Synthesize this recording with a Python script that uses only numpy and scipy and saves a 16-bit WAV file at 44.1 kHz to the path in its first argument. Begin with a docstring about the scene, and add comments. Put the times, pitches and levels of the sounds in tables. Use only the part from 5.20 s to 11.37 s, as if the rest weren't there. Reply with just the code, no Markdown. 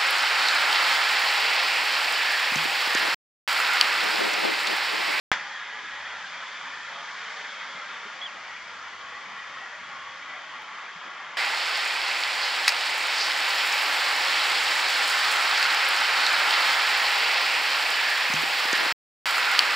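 """A shallow river rushes past a stony bank: turbulent noise full of small ringing bubbles.
Hollows between the stones resonate, the water surges and gurgles, wavelets lap, spray hisses to the
left, and midway the current eases. The sound opens out of silence with a sharp pop.
Puffs of wind and the soft bumps and brush of a hand touch the microphone; a faint, far hum
comes and goes, a small bird whistles one chirp, and there is one tiny tick."""
import sys
import numpy as np
from scipy import signal
from scipy.fft import rfft, irfft, next_fast_len
from scipy.io import wavfile
from scipy.ndimage import uniform_filter1d, map_coordinates

SR = 44100
rng = np.random.default_rng(int(sys.argv[2]) if len(sys.argv) > 2 else 0)


def persist_wave(psi):
    """Save psi, clipped to +-1, as 16-bit WAV."""
    counts = np.round(np.clip(psi, -1, 1) * 32767).astype(np.int16)
    wavfile.write(sys.argv[1], SR, np.atleast_2d(counts).T)


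N = 272097

# Spectra of the rush before and after the current eases, the spray, the river bed, the wind and
# the brushing hand. Each row: frequency in Hz, relative spectral density in dB.
BRISK_SPECTRUM = [(180, -49), (300, -35.5), (373, -25.5), (443, -15), (489, -17), (555, -10), (648, -13.5),
                  (860, -5.5), (1080, -4.5), (1340, -4), (1700, -3.5), (2040, -3), (2240, -5.5), (2420, -6),
                  (2740, -14), (3080, -8.5), (3290, -6), (3780, -13), (4000, -21), (5200, -61.5),
                  (8800, -120)]
EASED_SPECTRUM = [(180, -71.5), (300, -23.5), (489, -14), (560, -10.5), (722, -8.5), (880, -4.5),
                  (1000, -5.5), (1140, -3.5), (1390, -3.5), (1520, -5), (1950, -2.5), (2200, -4),
                  (2460, -6.5), (2720, -11.5), (3100, -7), (3380, -8.5), (3800, -15), (4000, -24),
                  (5200, -63), (8800, -120)]
SPRAY_SPECTRUM = [(2000, -40.5), (3960, -3.5), (4130, 1.5), (4700, 2), (5500, -1.5), (6800, -4.5),
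                  (8000, -16), (9100, -25.5), (10000, -37), (13000, -51.5)]
MURMUR_SPECTRUM = [(25, -32.5), (60, -26.5), (110, -5), (170, 3.5), (260, 3), (380, -3.5), (700, -8.5)]
WIND_SPECTRUM = [(40, -29), (110, -5.5), (180, 5), (350, 8), (800, -9), (1600, -23.5)]
BRUSH_SPECTRUM = [(2000, -10), (7000, 0), (13000, -3), (15000, -19)]
# Likeness of left and right in the brisk and eased rush. Each row: frequency in Hz, coherence 0-1.
BRISK_COHERENCE = [(300, 0.96), (700, 0.99), (1000, 0.99), (1500, 0.96), (2700, 0.93), (3300, 0.94),
                   (4000, 1)]
EASED_COHERENCE = [(300, 1), (800, .985), (1200, 0.94), (1600, 0.88), (2700, 0.9), (3300, 0.91),
                   (4000, .83)]
# Cavities between stones. Each row: resonance in Hz, bandwidth in Hz, brisk and eased levels in dB.
HOLLOW_MODES = [(1119, 77, -64.5, -53.5), (1215, 37, -58, -57.5), (1387, 55, -57, -53),
                (1653, 86, -56.5, -56.5), (1930, 270, -60, -57.5)]
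# Strength of the spray. Each row: time in seconds, level in dB.
SPRAY_ENVELOPE = [(0.3, -50), (0.46, -52.5), (1.1, -50.5), (1.78, -51), (2.1, -49), (2.7, -52),
                  (3.35, -53.5), (6.1, -55.5)]
# Level difference of the water between channels. Each row: frequency in Hz, left minus right in dB.
WATER_BALANCE = [(300, 0.1), (1000, -0.5), (1600, -.3), (1950, .5), (2900, 0), (3550, 1.3), (3900, 2),
                 (4200, 4.5), (5200, 5.5), (5750, 5.5), (7200, 5.5), (8200, 2), (10000, 0)]
# Phase difference of the water. Each row: frequency in Hz, lag of the left channel in radians.
WATER_PHASE_LAG = [(1400, 0.02), (4800, 0.35), (6300, .8), (7500, 1.6)]
# Brief swells in one band of the water: two broad, bright surges just after the pop, then gurgles.
# Each row: centre in seconds, half-length in seconds, pitch in Hz, bandwidth in Hz, level in dB.
BAND_SWELLS = [(0.205, 0.07, 1870, 450, -40.5), (0.347, 0.054, 1820, 300, -42),
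               (0.563, 0.15, 1665, 80, -44), (0.798, 0.099, 1905, 91, -43.5),
               (1.57, 0.091, 1754, 98, -44.5), (1.795, 0.048, 1226, 131, -44),
               (2.58, 0.053, 1300, 199, -46.5), (2.74, .05, 1950, 200, -45.5), (3.32, .04, 1910, 63, -45),
               (3.85, 0.028, 1087, 70.4, -46), (3.963, 0.042, 1934, 54.8, -43.5),
               (4.203, 0.044, 1950, 75, -45), (4.41, 0.038, 1913, 99, -43.5),
               (4.52, 0.04, 1880, 250, -42.5), (4.8, 0.069, 1104, 70, -43), (4.787, 0.032, 1207, 111, -47),
               (5.11, 0.032, 1977, 70, -41.5)]
# Lulls between wavelets. Each row: centre in seconds, half-length in seconds, gain in dB.
LULL_EVENTS = [(0.42, 0.046, -3), (0.672, 0.031, -5.5), (1.093, 0.042, -5.5), (1.668, 0.032, -0.5),
               (3.367, 0.046, -3.5), (3.687, 0.023, -1.5), (4.665, .025, -3.5), (5.033, 0.042, -2),
               (5.23, .03, -1), (5.744, 0.025, -2.5)]
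# Puffs of wind. Each row: centre in seconds, level in dB.
WIND_PUFFS = [(.645, -52.5), (1.51, -62), (1.83, -58), (2.575, -55.5), (2.87, -56), (3.15, -59),
              (5.87, -55)]
# Spells of the far hum. Each row: start in seconds, end in seconds, pitch in Hz, gain in dB.
HUM_SPELLS = [(0.699, 1.006, 79, -70), (1.546, 1.6, 79.7, -78), (3.348, 3.9, 89.7, -72),
              (4.197, 5.05, 90.3, -74)]
# Wavelets lapping the stones. Each row: centre in seconds, strength 0-1.
WAVELETS = [(1.23, 0.54), (1.47, 1), (1.79, 0.2), (1.94, 1), (2.1, 0.5), (3.86, 0.4), (4.16, 0.75),
            (4.4, 1), (4.72, .55), (4.84, 0.5), (5.12, 0.55), (5.36, 0.95), (5.5, 0.96), (5.61, 0.74),
            (5.9, 1), (6.03, 1), (6.14, 0.8)]
# Knocks of the hand. Each row: start in seconds, pitch in Hz, envelope peak in dB.
HAND_BUMPS = [(2.546, 180, -51), (2.851, 204, -51), (2.856, 410, -52), (5.756, 175, -50.5),
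              (5.862, 210, -56)]

OPEN_S = 0.1166  # the pop ends the silence
EASE_S, EASE_LENGTH_S = 2.8, 0.72  # middle and length of the current's easing


def amp(db):
    """Amplitude ratio of a level in decibels."""
    return 10 ** (np.asarray(db) / 20)


def unit(x):
    """Normalisation to rms 1."""
    return x / np.sqrt(np.mean(x ** 2) + 1e-20)


def clock():
    """Time of each sample in seconds."""
    return np.arange(N) / SR


def along(points, hz):
    """Interpolation of (Hz, value) points on a logarithmic frequency axis."""
    f, v = np.transpose(points)
    return np.interp(np.log(hz + 1), np.log(f + 1), v)


def curve(points):
    """Linear interpolation of (seconds, value) points at every sample."""
    return np.interp(clock(), *np.transpose(points))


def wobble(rate):
    """Smooth random modulation with rate knots a second."""
    return map_coordinates(rng.standard_normal(int(N * rate / SR) + 4), [np.arange(N) * rate / SR])


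def swell(s, length):
    """Gaussian envelope about time s; its half-length is one standard deviation."""
    first, last = np.clip([int((s + side * 6 * length) * SR) for side in (-1, 1)], 0, N)
    return np.pad(np.exp(-.5 * ((np.arange(first, last) / SR - s) / length) ** 2), (first, N - last))


def filtered(x, response):
    """Linear filtering: the spectrum of x times a frequency response."""
    m = next_fast_len(N + SR // 2)
    return irfft(rfft(x, m) * response(np.fft.rfftfreq(m, 1 / SR)), m)[..., :N]


def resonance(hz, width_hz):
    """Response of one resonator to random forcing, rms 1."""
    m = next_fast_len(N)
    f = np.arange(m // 8) * SR / m
    real, imag = rng.standard_normal((2, len(f)))
    return unit(irfft((real + 1j * imag) / (1 + ((f - hz) / width_hz * 2) ** 2), m)[:N])


def turbulence(depth_db):
    """Two independent noises, modulated by narrow patches of gain in time and frequency."""
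    spectra = signal.stft(rng.standard_normal((2, N)), nperseg=2048)[2]
    patches = uniform_filter1d(rng.standard_normal(spectra.shape[1:]), size=3, axis=0)
    patches = uniform_filter1d(patches, size=6, axis=1)
    gain = amp(depth_db * 2 * np.tanh(unit(patches) / 2))
    return unit(signal.istft(spectra * gain, nperseg=2048)[1][:, :N])


def stereo(pair, spectrum, coherence):
    """Partial coherence: two independent signals are coloured and mixed as mid and side, rms 1."""
    def response(hz):
        angle = np.arccos(np.clip(along(coherence, hz), -1, 1)) / 2
        rolloff = 1 / (1 + (hz / (2 * spectrum[-1][0])) ** 4)
        return rolloff * amp(along(spectrum, hz)) * [np.cos(angle), np.sin(angle)]
    mid, side = filtered(pair, response)
    return unit(np.array([mid + side, mid - side]))


def pop(db, ring_hz, decay_s, thud_db, thud_s):
    """Impulse response of a heavily damped oscillator, with a dull thud under it."""
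    t = np.maximum(clock() - OPEN_S, 0)
    crack = amp(db) * np.sin(2 * np.pi * ring_hz * t) * np.exp(-t / decay_s)
    return crack + amp(thud_db) * t / thud_s * np.exp(-t / thud_s)


def opening(excess, settle_s):
    """Exponential relaxation: out of silence the gain overshoots, then settles to 1."""
    t = clock() - OPEN_S
    return np.clip(t * 2000, 0, 1) * (1 + excess * np.exp(-np.abs(t) / settle_s))


def bubbles(centre_hz, spread, cycles, size_db, rise, count):
    """Bubble resonance: each is a damped sine whose pitch rises as it nears the surface."""
    when, size = rng.random((2, count, 1))
    hz = np.clip(centre_hz * np.exp(spread * rng.standard_normal((count, 1))), 500, 8000)
    k = np.arange(int(5 * SR * cycles / centre_hz))
    age = hz * k / SR / cycles  # in decay times, each lasting `cycles` periods
    strength = np.sqrt(hz) * amp(-size_db * np.log(1 - .98 * size))
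    phase = 2 * np.pi * cycles * age * (1 + rise * np.minimum(age, 4) / 2)
    ring = strength * np.exp(-age) * np.sin(phase)
    samples = (when * N).astype(int) + k
    return unit(np.bincount(samples.ravel(), ring.ravel(), N)[:N])


def rush(eased, brisk_db=-37, eased_db=-40):
    """Turbulent flow radiates broadband noise and bubble tones, softer and mellower as it eases."""
    swarm = np.array([bubbles(2066, spread=0.456, cycles=8.3, size_db=2.5, rise=0.011, count=5000)
                      for _ in range(2)])
    plinks = np.array([bubbles(1501, spread=0.33, cycles=26, size_db=2.5, rise=0.006, count=200)
                       for _ in range(2)])
    churn = turbulence(depth_db=3.0) + amp(-16.5) * swarm + amp(-21.5 + 3 * eased) * plinks
    bright = stereo(churn, BRISK_SPECTRUM, BRISK_COHERENCE)
    mellow = stereo(churn, EASED_SPECTRUM, EASED_COHERENCE)
    level_db = brisk_db + eased * (eased_db - brisk_db) + 0.4 * wobble(18)
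    return amp(level_db) * ((1 - eased) * bright + eased * mellow)


def hollows(eased):
    """Cavity resonance: the flow keeps each hollow between the stones ringing in a narrow band."""
    return sum(amp(brisk_db + eased * (eased_db - brisk_db) + 1.8 * wobble(4.14)) * resonance(hz, width)
               for hz, width, brisk_db, eased_db in HOLLOW_MODES)


def spray():
    """Fine spray sums to a hiss whose channels lose coherence as frequency rises."""
    hiss = stereo(turbulence(depth_db=1.4), SPRAY_SPECTRUM, [(4000, 0.93), (5500, .55), (7000, 0.25)])
    return amp(curve(SPRAY_ENVELOPE)) * hiss


def murmur(eased):
    """Eddies over the river bed radiate low-frequency noise."""
    eddies = stereo(turbulence(depth_db=1.5), MURMUR_SPECTRUM, [(60, .9), (160, 0.78)])
    return amp(-63.0 - 0.5 * eased + 1.5 * wobble(8.5)) * eddies


def river():
    """Superposed water sounds, placed by level and phase: the treble is louder and later on the left."""
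    eased = np.clip((clock() - EASE_S) / EASE_LENGTH_S + .5, 0, 1)
    sides = np.array([[.5], [-.5]])  # left, right
    water = lulls(rush(eased) + laps() + hollows(eased))
    for s, length, hz, width_hz, db in BAND_SWELLS:
        water += amp(db) * band_swell(s, length, hz, width_hz)
    water *= amp(0.7 * eased * sides)  # the eased current lies a little to the left
    water = water + spray() + murmur(eased)
    return filtered(water, lambda hz: amp(sides * along(WATER_BALANCE, hz))
                    * np.exp(-1j * sides * along(WATER_PHASE_LAG, hz)))


def band_swell(s, length, hz, width_hz, pure_below_hz=87):
    """Amplitude modulation of one band: a broad one is heard as a surge, a narrow one as a gurgle."""
    envelope = swell(s, length)
    purity = 1 / (1 + (width_hz / pure_below_hz) ** 4)
    note = unit(np.sin(2 * np.pi * np.cumsum(hz + .25 * width_hz * wobble(50)) / SR))
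    band = np.sqrt(purity) * note + np.sqrt(1 - purity) * resonance(hz, width_hz)
    return unit(envelope * band) * np.sqrt(np.mean(envelope ** 2))


def lulls(water, below_hz=1150):
    """Low-shelf attenuation: between wavelets the body of the rush thins while its treble stays."""
    body = filtered(water, lambda hz: 1 / (1 + (hz / below_hz) ** 6))
    dip_db = sum(db * swell(s, length) for s, length, db in LULL_EVENTS)
    return water + body * (amp(dip_db) - 1)


def wind():
    """Puffs make the pressure flutter almost independently at each microphone port."""
    strength = sum(amp(db) * swell(s, length=0.016) for s, db in WIND_PUFFS)
    return strength * stereo(rng.standard_normal((2, N)), WIND_SPECTRUM, [(200, .15)])


def hum(fade_db_per_s=64):
    """A far, frequency-modulated drone and a narrow-band rumble fade in and out together."""
    t = clock()
    level_db = np.max([db - fade_db_per_s * np.abs(t - np.clip(t, start, end))
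                       for start, end, _, db in HUM_SPELLS], axis=0)
    pitch_hz = curve([((start + end) / 2, hz) for start, end, hz, _ in HUM_SPELLS])
    drone = unit(np.sin(2 * np.pi * np.cumsum(pitch_hz + 2.5 * wobble(5.1)) / SR))
    gain = amp(level_db + 1.5 * wobble(6.9))
    return gain * (amp(-3.5) * drone + amp(-5.5) * resonance(hz=75, width_hz=29))


def laps(db=-45):
    """Forced resonance: each wavelet that laps the stones excites the same hollow."""
    forcing = sum(strength * swell(s, length=0.033) for s, strength in WAVELETS)
    return amp(db) * forcing * resonance(hz=1126, width_hz=170)


def bumps(rise_s=0.0064):
    """Damped vibration: each soft knock of a hand on the microphone swells and dies in a few cycles."""
    out = np.zeros(N)
    for s, hz, db in HAND_BUMPS:
        t = np.maximum(clock() - s, 0)
        out += amp(db) * t / rise_s * np.exp(1 - t / rise_s) * np.sin(2 * np.pi * hz * t)
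    return out


def brush(s=2.85, db=-84):
    """Friction of skin on the microphone gives a faint burst of bright noise."""
    friction = stereo(rng.standard_normal((2, N)), BRUSH_SPECTRUM, [(7000, .5)])
    return amp(db) * swell(s, length=.015) * friction


def bird(start_s=3.014, db=-33):
    """A frequency-modulated whistle creeps up, weakens at its top and slurs down to a faint trail."""
    top_hz, top_s, climb_hz_per_s = 3400, 0.036, 3300
    fall_hz, fall_s = 766, 0.026
    attack_s, hold_s, release_s = 0.002, 0.0543, 0.002
    trail_db, trail_db_per_s = -10, 300
    t = clock() - start_s
    before, after = np.maximum(top_s - t, 0), np.maximum(t - top_s, 0)
    hz = top_hz - climb_hz_per_s * before - fall_hz * (1 - np.exp(-(after / fall_s) ** 2))
    released = np.maximum(t - hold_s, 0)
    ending = np.maximum(1 - released / release_s, amp(trail_db - trail_db_per_s * released))
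    envelope = np.clip(t / attack_s, 0, 1) * ending
    catch = 1 - swell(start_s + 0.0086, length=0.0018)  # the voice breaks briefly
    sag_db = -4.5 * swell(start_s + top_s, length=0.0076)
    gain = amp(db + sag_db + wobble(120))
    whistle = unit(np.sin(2 * np.pi * np.cumsum(hz + 15 * wobble(400)) / SR))
    return envelope * catch * gain * whistle


def tick(s=5.4232, click_db=-39.5, thump_db=-66):
    """A one-sample impulse gives a broadband click; a wider pulse adds a low thump."""
    click = np.arange(N) == round(s * SR)
    return amp(click_db) * click + amp(thump_db) * swell(s, length=0.0019)


def scene():
    """Superposition of all sources on the bank, opened by the pop."""
    bank = river() + wind() + hum() + bird() + bumps() + brush() + tick()
    onset = pop(db=-2.0, ring_hz=1610, decay_s=0.0005, thud_db=-47, thud_s=0.0021)
    return onset + bank * opening(excess=5.7, settle_s=0.022)


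def record(dry):
    """Band limiting: a steep low-pass filter removes what lies above 16 kHz."""
    return filtered(dry, lambda hz: 1 / (1 + (hz / 16000) ** 80))


dry = scene()
out = record(dry)
persist_wave(out)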